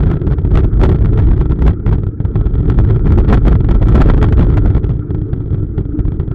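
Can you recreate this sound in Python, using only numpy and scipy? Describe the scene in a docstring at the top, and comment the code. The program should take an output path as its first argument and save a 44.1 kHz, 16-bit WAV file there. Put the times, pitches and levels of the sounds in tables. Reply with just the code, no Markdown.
"""On a bicycle rolling over cobbles and slabs, a small clamped camera hears mostly through the frame.
Shaken frame, tubes and housing rumble, hum and whirr as resonant noise; the tyre's air sings faintly.
The loose mount rattles, knocks down on its seat and crunches against its upper stop: blows on decaying modes.
The microphone input overloads on the hardest jolts."""
import sys
import numpy as np
from scipy import signal
from scipy.io import wavfile

SR = 44100
rng = np.random.default_rng(int(sys.argv[2]) if len(sys.argv) > 2 else 0)


def waveform_to_disk(signal):
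    """Save audio, clipped to [-1, 1], as 16-bit WAV at the path in sys.argv[1]."""
    frames = np.transpose(np.atleast_2d(signal))
    scaled = np.clip(frames, -1, 1) * 32767
    samples = np.round(scaled).astype(np.int16)
    wavfile.write(sys.argv[1], SR, samples)


N = 279594


def amp(db):
    """Decibels to amplitude."""
    return 10 ** (np.asarray(db) / 20)


def rms_one(x):
    """Scale to rms 1."""
    return x / np.sqrt(np.mean(x ** 2) + 1e-20)


def in_time(rows):
    """Straight lines between (s, value) rows, one value per sample."""
    s, values = np.transpose(rows)
    return np.interp(np.arange(N) / SR, s, values)


def dull(x, hz):
    """Second-order low-pass."""
    return signal.sosfilt(signal.butter(2, hz, fs=SR, output="sos"), x)


def soft_limit(x, limit, knee):
    """Round off both signs towards the limit; a higher knee bends more sharply."""
    return x / (1 + np.abs(x / limit) ** knee) ** (1 / knee)


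def drift(rate_hz):
    """Slow chance with spread 1: noise through a double pole."""
    r = np.exp(-2 * np.pi * rate_hz / SR)
    slow = signal.lfilter([1], [1, -2 * r, r * r], rng.standard_normal(N + SR))
    return rms_one(slow[SR:])


def resonant_noise(peaks, lumpy_db):
    """Noise twice through each resonance, each swelling on its own; rms 1."""
    settle = 8192
    out = 0
    for hz, width_hz, level_db in peaks:
        r = np.exp(-np.pi * 1.55 * width_hz / SR)   # two passes narrow it back to width_hz
        b, a = [1, 0, -1], [1, -2 * r * np.cos(2 * np.pi * hz / SR), r * r]
        once = signal.lfilter(b, a, rng.standard_normal(N + settle))
        band = signal.lfilter(b, a, once)[settle:]
        out = out + rms_one(band) * amp(level_db + lumpy_db * drift(18.9))
    return rms_one(out)


# Slow frame and fork modes. Each row: frequency in Hz, width in Hz, relative level in dB.
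SWAY_MODES = [(34.75, 18.8, -1), (54.1, 17.7, -0.5), (98.85, 22.5, -6), (133, 51, -10.5)]


def frame_sway(level_db):
    """The paving shakes the slow frame and fork modes into a low rumble."""
    return amp(level_db) * resonant_noise(SWAY_MODES, lumpy_db=2.5)


# Shaken tubes. Each row: frequency in Hz, width in Hz, relative level in dB.
HUM_MODES = [(208, 42, -1.5), (297.6, 68, -1), (350.2, 19, -4), (429.7, 31, -4)]


def tube_hum(level_db):
    """The shaken tubes hum at their own resonances."""
    return amp(level_db) * dull(resonant_noise(HUM_MODES, lumpy_db=2.5), 470.0)


# Shaken housing. Each row: frequency in Hz, width in Hz, relative level in dB.
WHIRR_MODES = [(860, 300, 7), (1324, 170, 13), (1630, 170, -3), (2000, 96, -6.5), (2320, 81, -11)]


def housing_whirr(level_db):
    """The shaken camera housing whirrs at its higher resonances."""
    whirr = resonant_noise(WHIRR_MODES, lumpy_db=4.0)
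    return amp(level_db) * dull(dull(whirr, 3900.0), 3600.0)


# Air resonance in the tyre. Each row: frequency in Hz, width in Hz, relative level in dB.
TYRE_MODES = [(298.4, 25, 0)]
# Loudness of the tyre's air. Each row: time in seconds, level in dB.
TYRE_LEVEL = [(0, -33), (4.8, -36), (5.15, -28), (5.4, -34), (5.6, -32.5), (5.85, -32.5), (5.95, -20),
              (6.05, -32.5), (6.34, -30.5)]


def tyre_song():
    """The air in the tyre sings faintly in one narrow resonance."""
    return amp(in_time(TYRE_LEVEL)) * resonant_noise(TYRE_MODES, lumpy_db=2.5)


def ring(x, hz, t60_s):
    """One mode: a unit click sets a sine of height about 1 ringing."""
    r, w = amp(-60 / (t60_s * SR)), 2 * np.pi * hz / SR
    return signal.lfilter([0, np.sin(w)], [1, -2 * r * np.cos(w), r * r], x)


def blows(at, gains):
    """A click train."""
    clicks = np.full(N, 1e-18)
    np.add.at(clicks, at, gains)
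    return clicks


def strike(modes, at, level_db, vary_db):
    """Each blow excites every mode with a strength of its own."""
    chance = rng.standard_normal((len(at), len(modes)))
    out = 0
    for k, (hz, mode_db, t60_s) in enumerate(modes):
        clicks = blows(at, amp(level_db + mode_db + vary_db * chance[:, k]))
        out = out + ring(clicks, hz, t60_s)
    return out


TIP_HZ = 3720
# Housing modes under a blow. Each row: frequency in Hz, level in dB before the tip's low-pass, t60 in s.
HOUSING_MODES = [(896, 2.5, 0.011), (1190, 4.5, 0.0015), (1343, -4.5, 0.044), (1570, -8.5, 0.0085),
                 (1880, -10, 0.017), (2288, -18, 0.029), (3320, -4.5, 0.0062), (3680, -12, 0.0022),
                 (4320, -10, 0.0029)]


def tick(at, level_db):
    """A rounded tip, two low-passes, sets the housing ringing briefly."""
    return dull(dull(strike(HOUSING_MODES, at, level_db, vary_db=2.0), TIP_HZ), TIP_HZ)


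RATTLE_PER_S, RATTLE_SPREAD_DB = 130, 5.5   # rate before clumping


def rattle(level_db):
    """Loose play in the clamp: uneven small, soft ticks in clumps."""
    chance_per_sample = RATTLE_PER_S * amp(3.0 * drift(25)) / SR
    at = np.flatnonzero(rng.random(N) < chance_per_sample)
    sizes_db = RATTLE_SPREAD_DB * np.minimum(rng.exponential(1, len(at)), 4)
    return tick(at, level_db[at] + sizes_db)


SQUASH_HZ, CONTACT_HZ = 121.6, 490
SQUASH_SKEW = 0.85   # under 1: quick push, slower spring back
# Frame and tube modes under a blow. Each row: frequency in Hz, level in dB before the low-pass, t60 in s.
TUBE_MODES = [(55, -11.5, 0.078), (107.7, -17, 0.2), (284.2, -17.5, 0.071), (372.7, -17.5, 0.1),
              (660, -31.5, 0.012)]


def thud(at, level_db):
    """The rubber pad squashes and springs back once; the tubes ring on."""
    phase = np.linspace(0, 1, int(SR / SQUASH_HZ)) ** SQUASH_SKEW
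    squash = signal.fftconvolve(blows(at, amp(level_db)), np.sin(2 * np.pi * phase))[:N]
    return dull(squash + strike(TUBE_MODES, at, level_db, vary_db=5.0), CONTACT_HZ)


CRUNCH_PER_S, CRUNCH_RISE_HZ = 2500, 260
CRACK_T60_S, CRACK_BAND_HZ = 0.038, [400, 1370]
CLATTER_DB = -35.5   # gain of the housing's ringing within the crunch


def crunch(at, level_db, clatter_t60_s):
    """A burst of tiny uneven contacts: a crack, and a clatter in the housing."""
    def fade(t60_s):
        decay = signal.lfilter([1], [1, -amp(-60 / (t60_s * SR))], blows(at, amp(level_db)))
        return dull(decay, CRUNCH_RISE_HZ)

    grains = rms_one((rng.random(N) < CRUNCH_PER_S / SR) * rng.standard_normal(N))
    band = signal.butter(2, CRACK_BAND_HZ, "band", fs=SR, output="sos")
    crack = rms_one(signal.sosfilt(band, grains))
    contacts = fade(clatter_t60_s) * grains
    clatter = sum(amp(mode_db) * ring(contacts, hz, t60_s) for hz, mode_db, t60_s in HOUSING_MODES)
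    return fade(min(CRACK_T60_S, clatter_t60_s)) * crack + amp(CLATTER_DB) * dull(clatter, TIP_HZ)


TICK_REF_DB = -31
THUD_DB, THUD_SLOPE, THUD_TOP_DB = -5, 0.59, -3.5   # at reference tick; dB per dB of tick; ceiling
PING_DB, PING_SLOPE = -45, 0.6   # at reference tick; dB per dB of tick
KNOCK_CRUNCH_DB, KNOCK_CRUNCH_SLOPE = 37, 2.038   # at 0 dB tick, before the ceiling; dB per dB of tick
LANDING_CLATTER_T60_S, LANDING_DULL_HZ = 0.049, 5000
# Small metal part. Each row: frequency in Hz, level in dB before the tip's low-pass, t60 in s.
PING_MODES = [(3240, 1.5, .011), (3580, -9, .007)]
# The mount lands on its seat. Each row: start in seconds, tick level in dB.
KNOCKS = [(0.005, -26.5), (0.027, -36), (0.033, -28.5), (0.047, -43.5), (0.067, -32.5), (0.078, -36),
          (0.089, -39.5), (0.101, -31), (0.14, -34), (0.156, -38.5), (0.168, -36.5), (0.195, -55),
          (0.216, -34.5), (0.237, -49.5), (0.248, -49.5), (0.275, -34.5), (0.285, -45.5), (0.311, -30.5),
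          (0.333, -31.5), (0.384, -33), (0.397, -46), (0.417, -43), (0.438, -55.5), (0.449, -34),
          (0.46, -50.5), (0.474, -39), (0.515, -33.5), (0.522, -53.5), (0.536, -28), (0.648, -32),
          (0.678, -48.5), (0.691, -50), (0.73, -36), (0.74, -45), (0.754, -48.5), (0.772, -37.5),
          (0.806, -31), (0.827, -28), (0.859, -24), (0.881, -49), (0.897, -26.5), (0.932, -44.5),
          (0.946, -34.5), (0.987, -36.5), (1.018, -31.5), (1.047, -31.5), (1.068, -41.5), (1.08, -42.5),
          (1.09, -37.5), (1.107, -44.5), (1.124, -39), (1.144, -46), (1.161, -37.5), (1.21, -40.5),
          (1.222, -31.5), (1.235, -36.5), (1.251, -38.5), (1.271, -34), (1.287, -35.5), (1.312, -29),
          (1.333, -33), (1.346, -45.5), (1.365, -37.5), (1.396, -42.5), (1.423, -36.5), (1.431, -46.5),
          (1.443, -52.5), (1.457, -34.5), (1.469, -59.5), (1.498, -38), (1.52, -26.5), (1.531, -50),
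          (1.56, -43.5), (1.611, -40), (1.639, -44.5), (1.652, -34.5), (1.677, -17.5), (1.693, -29.5),
          (1.705, -34.5), (1.716, -42.5), (1.733, -39), (1.8, -44.5), (1.863, -29), (1.891, -30.5),
          (1.913, -34.5), (1.933, -32), (1.955, -37), (1.983, -36), (2.003, -47.5), (2.023, -51.5),
          (2.034, -35.5), (2.067, -37), (2.088, -47), (2.115, -59), (2.202, -35.5), (2.216, -50),
          (2.228, -59.5), (2.25, -33), (2.261, -53.5), (2.282, -45), (2.314, -47.5), (2.345, -51),
          (2.356, -29), (2.375, -41), (2.391, -42), (2.411, -34.5), (2.443, -45), (2.456, -37),
          (2.466, -34), (2.49, -53), (2.509, -44), (2.528, -53), (2.539, -34.0), (2.554, -35),
          (2.581, -36.5), (2.595, -39.5), (2.605, -37.5), (2.621, -54.5), (2.63, -40), (2.643, -47.5),
          (2.656, -35), (2.681, -33.5), (2.72, -33.5), (2.743, -36.5), (2.759, -44), (2.777, -33),
          (2.8, -30.5), (2.809, -37), (2.823, -48), (2.84, -36), (2.862, -48.5), (2.874, -37.5),
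          (2.889, -35.5), (2.899, -30), (2.907, -28.5), (2.928, -39.5), (2.936, -51), (2.947, -37.5),
          (2.961, -33.5), (2.969, -38), (3.012, -48.5), (3.026, -52), (3.045, -38), (3.058, -31.5),
          (3.092, -32), (3.105, -31), (3.121, -23), (3.135, -32.5), (3.145, -48), (3.159, -38), (3.21, -33),
          (3.223, -48.5), (3.247, -32), (3.262, -49), (3.299, -21), (3.352, -37), (3.373, -24.5),
          (3.383, -44.5), (3.409, -46.5), (3.419, -53), (3.432, -38.5), (3.452, -29.5), (3.466, -24),
          (3.488, -46), (3.518, -31.5), (3.553, -28.5), (3.606, -31), (3.63, -51.5), (3.645, -33.5),
          (3.655, -53), (3.666, -42), (3.688, -25), (3.71, -17.5), (3.719, -37), (3.759, -33),
          (3.798, -46.5), (3.811, -45), (3.818, -32.5), (3.838, -45.5), (3.847, -48), (3.857, -35),
          (3.903, -33), (3.915, -31.5), (3.941, -41), (3.954, -17), (3.977, -24), (3.985, -30),
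          (4.01, -19.5), (4.016, -12), (4.04, -31), (4.049, -38), (4.059, -32.5), (4.099, -15.5),
          (4.108, -28), (4.137, -25.5), (4.142, -34), (4.168, -35.5), (4.191, -40.5), (4.206, -52),
          (4.265, -32.5), (4.306, -47), (4.341, -46.5), (4.372, -27.5), (4.38, -33), (4.409, -24.5),
          (4.445, -33), (4.453, -49), (4.468, -34.5), (4.49, -37.5), (4.525, -35.5), (4.539, -31.0),
          (4.551, -43), (4.593, -40.5), (4.622, -38.5), (4.642, -47), (4.676, -33.5), (4.703, -32.5),
          (4.713, -40), (4.727, -45), (4.749, -27), (4.767, -30.5), (4.798, -48.5), (4.832, -40.5),
          (4.842, -30.5), (4.866, -41.5), (4.893, -34), (4.916, -39), (4.935, -45), (4.953, -46.5),
          (4.968, -47.5), (4.993, -40.5), (5.029, -57.5), (5.094, -56.5), (5.106, -35), (5.147, -34),
          (5.183, -44.5), (5.216, -40), (5.232, -56.5), (5.254, -55.5), (5.27, -54), (5.285, -51.5),
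          (5.299, -57.5), (5.331, -32), (5.363, -44), (5.377, -48), (5.406, -41.5), (5.416, -58),
          (5.437, -55.5), (5.46, -44), (5.48, -47), (5.506, -41.5), (5.517, -57), (5.53, -39.5),
          (5.545, -33.5), (5.581, -43.5), (5.599, -49), (5.629, -42.5), (5.646, -50.5), (5.667, -52),
          (5.693, -53.5), (5.714, -54), (5.78, -32), (5.793, -42), (5.809, -39.5), (5.824, -57.5),
          (5.854, -41.5), (5.892, -51.5), (5.909, -57.5), (5.928, -49), (5.973, -55.5), (6.002, -37),
          (6.052, -38), (6.07, -58), (6.081, -36.5), (6.12, -38), (6.142, -45), (6.167, -50),
          (6.198, -33.5), (6.211, -41.0), (6.232, -43.5), (6.279, -41), (6.313, -35.5)]


def knocks():
    """Landings push the microphone one way, tick and ping; hard ones crunch more; gives (push, bright)."""
    s, tick_db = np.transpose(KNOCKS)
    at = (s * SR).astype(int)
    over_ref_db = tick_db - TICK_REF_DB
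    push = thud(at, np.minimum(THUD_DB + THUD_SLOPE * over_ref_db, THUD_TOP_DB))
    ping = strike(PING_MODES, at, PING_DB + PING_SLOPE * over_ref_db, vary_db=1.0)
    ping = dull(dull(ping, TIP_HZ), TIP_HZ)
    crunch_db = np.minimum(KNOCK_CRUNCH_DB + KNOCK_CRUNCH_SLOPE * tick_db, tick_db + 2.0)
    crunches = dull(crunch(at, crunch_db, LANDING_CLATTER_T60_S), LANDING_DULL_HZ)
    return np.array([push, tick(at, tick_db) + ping + crunches])


REBOUND_THUD_DB, REBOUND_THUD_SLOPE = 2, 0.34   # at 0 dB crunch; dB per dB of crunch
REBOUND_TICK_DB, REBOUND_CLATTER_T60_S = -21, 0.066   # tick relative to crunch
# The mount hits its upper stop. Each row: start in seconds, crunch level in dB.
REBOUNDS = [(0.058, -30.5), (0.112, -23.5), (0.13, -29), (0.267, -27.5), (0.3, -37), (0.322, -28),
            (0.507, -33.5), (0.545, -34), (0.553, -18), (0.572, -15.5), (0.587, -21), (0.603, -30.5),
            (0.632, -30), (0.642, -30), (0.796, -27), (0.813, -21), (0.836, -13.5), (0.85, -19),
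            (0.89, -21.5), (0.914, -23.5), (0.924, -30), (0.956, -28.5), (1.008, -32), (1.057, -26.5),
            (1.13, -28), (1.174, -24.5), (1.187, -23.5), (1.196, -26), (1.301, -30), (1.377, -30.5),
            (1.406, -27), (1.412, -24), (1.509, -34), (1.588, -34.5), (1.619, -20.5), (1.662, -15.5),
            (1.876, -24), (1.924, -24), (1.942, -33), (2.697, -20.5), (2.706, -34.5), (2.786, -20),
            (2.848, -33), (3.067, -19.5), (3.075, -40), (3.175, -25), (3.184, -24.5), (3.198, -23.5),
            (3.278, -28.5), (3.287, -23), (3.312, -22), (3.326, -6.5), (3.341, -15.5), (3.46, -34),
            (3.478, -15.5), (3.509, -26), (3.523, -21.5), (3.56, -33), (3.747, -24), (3.826, -22.5),
            (3.869, -26.5), (3.889, -23.5), (3.925, -29), (3.949, -20.5), (3.963, -25), (4, -18),
            (4.069, -23.5), (4.087, -24), (4.177, -23.5), (4.215, -25.5), (4.226, -14.5), (4.24, -19.5),
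            (4.285, -28), (4.323, -15), (4.393, -18.5), (4.424, -22.5), (4.43, -32), (4.5, -26.5),
            (4.57, -18), (4.579, -28), (4.657, -26), (4.778, -31), (4.903, -35), (5.989, -29.5)]


def rebounds():
    """The harder upper stop pushes the microphone the other way; gives (push, bright)."""
    s, crunch_db = np.transpose(REBOUNDS)
    at = (s * SR).astype(int)
    push = -thud(at, REBOUND_THUD_DB + REBOUND_THUD_SLOPE * crunch_db)
    bright = crunch(at, crunch_db, REBOUND_CLATTER_T60_S) + tick(at, crunch_db + REBOUND_TICK_DB)
    return np.array([push, bright])


def shaking_db(events, half_s, ref_db):
    """Extra shaking for a moment around each blow, as a hump in dB."""
    s, level_db = np.transpose(events)
    hump = np.hanning(int(2 * half_s * SR))
    clicks = blows((s * SR).astype(int), amp(level_db - ref_db))
    return 20 * np.log10(1 + np.abs(signal.fftconvolve(clicks, hump, "same")))


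TRAVEL, TRAVEL_KNEE, TRAVEL_HZ = 0.75, 5.6, 900


def mount_travel(swing):
    """The mount's limited play rounds off wide swings."""
    return dull(soft_limit(swing, TRAVEL, TRAVEL_KNEE), TRAVEL_HZ)


PAVING_REF_DB = -14
STONE_S, STONE_REF_DB = 0.027, -33   # half-width of a jolt; rebound reference
BUSY_S, BUSY_REF_DB = 0.02, -39.5   # half-width around a knock; knock reference
# Levels at reference roughness, before jolts and knocks; slopes in dB per dB of roughness.
HUM_DB, HUM_SLOPE = -26.5, 0.55
WHIRR_DB, WHIRR_SLOPE = -48, 0.68
RATTLE_DB, RATTLE_SLOPE = -62, 2
# dB per dB of jolt, and of knock shaking.
SWAY_JOLT, HUM_JOLT, RATTLE_JOLT = 0.35, 0.58, 1
SWAY_BUSY, HUM_BUSY, WHIRR_BUSY = 0.5, 0.33, 0.21
START_S = 0.003   # fade-in
# Roughness of the paving. Each row: time in seconds, frame sway in dB before jolts and knocks.
PAVING = [(0.0, -14), (0.32, -15.5), (0.81, -11.5), (1.04, -12.5), (1.64, -14), (2.06, -22), (2.26, -16),
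          (2.75, -13.5), (3.28, -9.5), (3.6, -13.5), (3.92, -9), (4.63, -11), (4.75, -12), (4.87, -18.5),
          (5.2, -16.5), (5.5, -16.5), (5.7, -19), (5.9, -19.5), (6.34, -19)]


def scene():
    """Rougher paving raises sway, hum, whirr and rattle together; blows add brief shaking."""
    paving_db = in_time(PAVING)
    rough_db = paving_db - PAVING_REF_DB
    jolt_db = shaking_db(REBOUNDS, STONE_S, STONE_REF_DB)
    busy_db = shaking_db(KNOCKS, BUSY_S, BUSY_REF_DB)
    busy_db = busy_db - busy_db.mean()   # calmer between knocks
    sway = frame_sway(paving_db + SWAY_JOLT * jolt_db + SWAY_BUSY * busy_db)
    hum = tube_hum(HUM_DB + HUM_SLOPE * rough_db + HUM_JOLT * jolt_db + HUM_BUSY * busy_db)
    whirr = housing_whirr(WHIRR_DB + WHIRR_SLOPE * rough_db + WHIRR_BUSY * busy_db)
    tyre = tyre_song()
    loose = rattle(RATTLE_DB + RATTLE_SLOPE * rough_db + RATTLE_JOLT * jolt_db)
    push, bright = knocks() + rebounds()
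    mix = mount_travel(sway + push) + bright + hum + tyre + whirr + loose
    fade_in = np.minimum(np.arange(N) / SR / START_S, 1)
    return (mix * fade_in)[None]


LEAK_SHARE, LEAK_HZ = 0.53, 695
OVERLOAD, OVERLOAD_KNEE, COUPLING_HZ = 0.695, 24, 7
FULL_SCALE, INPUT_HZ, HISS_DB, CUTOFF_HZ = 0.71, 14200, -110, 15800


def record(dry):
    """The input overloads, a coupling capacitor tilts the flat tops, the converter stops at full scale."""
    # part of the treble bypasses the limit and rides on the flat tops
    leak_filter = signal.butter(2, LEAK_HZ, "high", fs=SR, output="sos")
    leak = LEAK_SHARE * signal.sosfilt(leak_filter, dry)
    clipped = soft_limit(dry - leak, OVERLOAD, OVERLOAD_KNEE) + leak
    tilted = signal.sosfilt(signal.butter(1, COUPLING_HZ, "high", fs=SR, output="sos"), clipped)
    stopped = dull(np.clip(tilted, -FULL_SCALE, FULL_SCALE), INPUT_HZ)
    noisy = stopped + amp(HISS_DB) * rng.standard_normal(dry.shape)
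    return signal.sosfilt(signal.cheby2(12, 70, CUTOFF_HZ, fs=SR, output="sos"), noisy)


dry = scene()
out = record(dry)
waveform_to_disk(out)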